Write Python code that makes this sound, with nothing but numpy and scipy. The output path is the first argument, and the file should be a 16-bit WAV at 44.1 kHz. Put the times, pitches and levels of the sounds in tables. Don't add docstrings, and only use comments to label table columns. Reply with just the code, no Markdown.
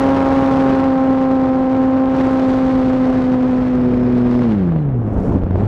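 import sys
import numpy as np
from scipy import signal
from scipy.fft import rfft, irfft, next_fast_len
from scipy.io import wavfile
from scipy.ndimage import uniform_filter1d

SR = 44100
rng = np.random.default_rng(int(sys.argv[2]) if len(sys.argv) > 2 else 0)


def transcribe(u):
    v = np.clip(np.atleast_2d(u).T, -1, 1)
    q = np.round(v * 32767).astype(np.int16)
    wavfile.write(sys.argv[1], SR, q)


N = 250047
TIME = np.arange(N) / SR

# (time [s], blade-pass rate [Hz])
BLADE_RATE = [(0.0, 270.4), (0.8, 266.7), (0.84, 268.8), (0.9, 264.5), (1.68, 261.3), (1.76, 263.8),
              (1.84, 261.1), (2.0, 263.6), (3.13, 257.3), (3.71, 252.1), (3.75, 249.5), (4.43, 243.6),
              (4.59, 193.9), (4.67, 173), (4.87, 140.5), (4.95, 123.4), (5.05, 108.8), (5.23, 92.9),
              (5.55, 90.17), (5.67, 106.6)]
CRUISE_HZ = 260


def undb(db):
    return 10 ** (np.asarray(db) / 20)


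def curves(table):
    times, *columns = np.transpose(table)
    return [np.interp(TIME, times, column) for column in columns]


def unit(x):
    return x / np.sqrt(np.mean(x ** 2))


def colour(x, points):
    hz, db = np.transpose(points)
    size = next_fast_len(N + SR // 10)
    bins = np.maximum(np.fft.rfftfreq(size, 1 / SR), 1)
    gain = undb(np.interp(np.log(bins), np.log(hz), db))
    return unit(irfft(rfft(x, size) * gain, size)[:N])


def walk(rate):
    hold = max(int(SR / rate), 2)
    steps = np.repeat(rng.standard_normal(N)[:N // hold + 2], hold)
    return unit(uniform_filter1d(uniform_filter1d(steps, hold), hold)[:N])


def spell(start, attack, end, release):
    return np.clip((TIME - start) / attack, 0, 1) * np.clip(1 - (TIME - end) / release, 0, 1)


def swell(peak, rise, fall):
    return np.exp(-np.maximum((peak - TIME) / rise, (TIME - peak) / fall))


def octaves():
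    return np.log2(curves(BLADE_RATE)[0] / CRUISE_HZ)


def overspeed():
    return np.maximum(curves(BLADE_RATE)[0] - CRUISE_HZ, 0)


def propeller(phase, cruise_db=-14.5, jitter_cycles=0.013, rolloff_db=-6.5, skew_rad=0.82):
    # (time [s], third harmonic relative to the blade level [dB])
    sharpness = [(0, -11), (1.9, -13.5), (3.0, -18.5), (3.5, -21.5), (4.15, -34.5), (4.55, -32.5),
                 (4.78, -22.5), (5.05, -18), (5.3, -10), (5.67, -26)]
    sharp_db, = curves(sharpness)
    strain = spell(3.65, 0.22, 4.6, 0.29)
    tone_dip = spell(5.02, 0.24, 5.28, 0.12)
    uneven = 0.2 + 0.042 * overspeed()
    blade_db = cruise_db + 2.7 * octaves()
    angle = 2 * np.pi * (phase + jitter_cycles * walk(170))
    fundamental_db = blade_db - 10.5 * tone_dip - 2 * uneven ** 2 + 0.85 * walk(70)
    fundamental = undb(fundamental_db) * np.cos(angle)
    second = undb(blade_db - 3.5 + 0.35 * sharp_db) * np.cos(2 * angle)
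    edge = np.zeros(N)
    for k in range(3, 9):
        edge += undb(blade_db + sharp_db + rolloff_db * (k - 3)) * np.cos(k * angle + skew_rad * (k - 2))
    turn = np.cos(angle / 2)
    overtones = second + edge * (1 + uneven * turn)
    overtones *= undb(-0.5 * walk(120))
    wobble = undb(-29) * spell(2.04, 2.1, 4.58, 0.37) * turn
    shake = undb(-8) * turn + np.cos(1.5 * angle + 1) + undb(-12.5) * np.cos(2.5 * angle + 2)
    shake_db = -41.5 + 16 * strain + 20 * uneven ** 2 + 0.59 * walk(25)
    return -np.sqrt(2) * (fundamental + wobble + overtones + undb(shake_db) * shake)


def wind(phase, cruise_air_db=-46, settle_s=0.21, flutter=0.89, chop=0.45, crackle_db=2.5, ticks_per_s=260):
    # (time [s], relative level [dB])
    airflow = [(0.0, -39.5), (0.22, -41), (0.54, -40), (1.04, -46.5), (2.04, -49), (2.2, -42), (2.5, -42.5),
               (4.11, -50.6), (4.17, -48.5), (4.27, -51), (4.35, -44.5), (4.49, -49), (4.97, -65.5),
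               (5.25, -56.5), (5.33, -55.5), (5.49, -59.5), (5.57, -54.1), (5.67, -53)]
    # (frequency [Hz], relative spectral level [dB])
    buffet_spectrum = [(15, -8.5), (35, -0.5), (70, 0.5), (130, -1.5), (220, -1.5), (400, -6), (700, -15),
                       (1400, -31.5), (2200, -51), (3000, -59), (8000, -110)]
    rush_spectrum = [(10, -30.5), (100, 2), (350, 0.5), (700, -3.5), (1100, -7.5), (1600, -13), (2300, -20),
                     (3500, -31), (7000, -60.5), (15000, -92)]
    hiss_spectrum = [(300, -24.5), (1500, 4), (2800, 4.5), (4200, 2), (6000, -5.5), (8500, -16),
                     (12000, -27), (15000, -43)]
    sizzle_spectrum = [(3000, -16.5), (5500, 3), (9000, -4.5), (15000, -16.5)]
    # (peak time [s], rise [s], fall [s], buffet level [dB], sizzle level [dB])
    gusts = [(2.6, .45, 0.71, -27, -67), (3.95, .4, 0.74, -22.5, -75.5), (5.28, 0.35, 0.17, -16.5, -60),
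             (5.34, 0.045, 0.075, -16.5, -71), (5.555, 0.027, 0.33, -17.5, -76)]
    air_db = curves(airflow)[0] - cruise_air_db
    settled_db = uniform_filter1d(air_db, int(settle_s * SR))
    slipstream_db = 1.9 * octaves() + 0.21 * overspeed()
    rush_gain = undb(-26 + 0.63 * settled_db + slipstream_db)
    buffet_gain = undb(-30.5 + 0.36 * air_db)
    sizzle_gain = undb(-69.5 + 1.4 * air_db)
    for peak, rise, fall, buffet_db, sizzle_db in gusts:
        gust = swell(peak, rise, fall)
        buffet_gain = np.hypot(buffet_gain, undb(buffet_db) * gust)
        sizzle_gain = np.hypot(sizzle_gain, undb(sizzle_db) * gust ** 2)
    swirl = undb(flutter * walk(85))
    grain = flutter * walk(450)
    wake = 1 + chop * np.cos(2 * np.pi * phase + 1.8)
    buffet = colour(rng.standard_normal(N) * swirl, buffet_spectrum)
    rush = colour(rng.standard_normal(N) * swirl * wake * undb(1.5 * grain), rush_spectrum)
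    arrivals = rng.random(N) < ticks_per_s / SR
    ticks = arrivals * undb(6 * np.minimum(rng.exponential(size=N), 3))
    crackle = rng.standard_normal(N) * undb(crackle_db * grain)
    hiss = colour((unit(crackle) + undb(-9) * unit(ticks)) * swirl, hiss_spectrum)
    sizzle = colour(rng.standard_normal(N) * undb(crackle_db * walk(600)), sizzle_spectrum)
    breakup = np.clip((20 * np.log10(buffet_gain) + 20) / 6, 0, 1)
    thumps = undb(4 * breakup * walk(70))
    low_bands = thumps * (buffet_gain * buffet + rush_gain * rush)
    dull_hiss = signal.sosfiltfilt(signal.butter(2, 2800, fs=SR, output="sos"), hiss)
    slowness = np.clip(-air_db / 20, 0, 1) ** 2
    hiss += slowness * (dull_hiss - hiss)
    return low_bands + undb(air_db - 48) * hiss + sizzle_gain * sizzle


def motor(phase, magnet_poles=14, whine_db=-60.5, switching_hz=7530, sideband_db=-3):
    # (start [s], attack [s], end [s], release [s], level [dB])
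    part_throttle = [(4.45, .2, 4.83, .06, -79), (5.53, .08, 5.7, .05, -71)]
    # (frequency [Hz], half-width [Hz], level [dB])
    housing_modes = [(4110, 100, -61), (10200, 600, -78)]
    load = swell(peak=4.33, rise=0.7, fall=0.13)
    pole_angle = 2 * np.pi * phase * magnet_poles / 2
    whine = load * undb(whine_db + 2 * walk(30)) * np.sin(3 * pole_angle + 0.8 * walk(220))
    switching_gain = sum(undb(db) * spell(*span) for *span, db in part_throttle)
    modulation = 1 + 2 * undb(sideband_db) * np.cos(pole_angle)
    switching = switching_gain * np.sin(2 * np.pi * switching_hz * TIME) * modulation
    blade_hz, = curves(BLADE_RATE)
    whistles = np.zeros(N)
    for order, (hz, half_width_hz, db) in zip((27, 54), housing_modes):
        response = 1 / (1 + ((order * blade_hz - hz) / half_width_hz) ** 2)
        whistles += undb(db) * response * np.sin(2 * np.pi * order * phase + walk(350))
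    return whine + switching + whistles


def eddies():
    # (time [s], level before rounding [dB], width [ms], rounding [ms])
    bursts = [(4.036, -8, 0.5, .03), (4.279, -15, 0.31, .05), (4.722, -9, .36, 0.055),
              (4.762, -7.5, 0.41, .06), (4.854, -18, .35, 0.077), (4.89, -13, .35, .09),
              (5.077, -12, 0.46, .08), (5.19, -5.5, 1.1, .09), (5.295, 0.5, 1.05, 0.12),
              (5.352, -0.5, 0.92, 0.14), (5.436, -2.5, 1.45, 0.0079), (5.468, -1, 0.54, 0.24),
              (5.51, -4.5, 1.1, .025), (5.542, -12, 0.73, 0.1), (5.558, -3.5, 0.29, 0.11),
              (5.589, -13, 1, .04)]
    pops = np.zeros(N)
    for time, db, width_ms, rounding_ms in bursts:
        offset_ms = 1000 * (TIME - time)
        distance = np.hypot(offset_ms, rounding_ms) / width_ms
        pops += undb(db) * (1 - distance / 2) * np.exp(-distance / 2)
    return pops


def scene(waver=0.002292):
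    blade_hz, = curves(BLADE_RATE)
    phase = np.cumsum(blade_hz * (1 + waver * walk(18))) / SR
    return (propeller(phase) + wind(phase) + motor(phase) + eddies())[None]


def record(dry, low_hz=18, top_hz=15100):
    high_pass = signal.butter(2, low_hz, "high", fs=SR, output="sos")
    low_pass = signal.ellip(8, 0.2, 70, top_hz, fs=SR, output="sos")
    return signal.sosfilt(low_pass, signal.sosfilt(high_pass, dry))


dry = scene()
out = record(dry)
transcribe(out)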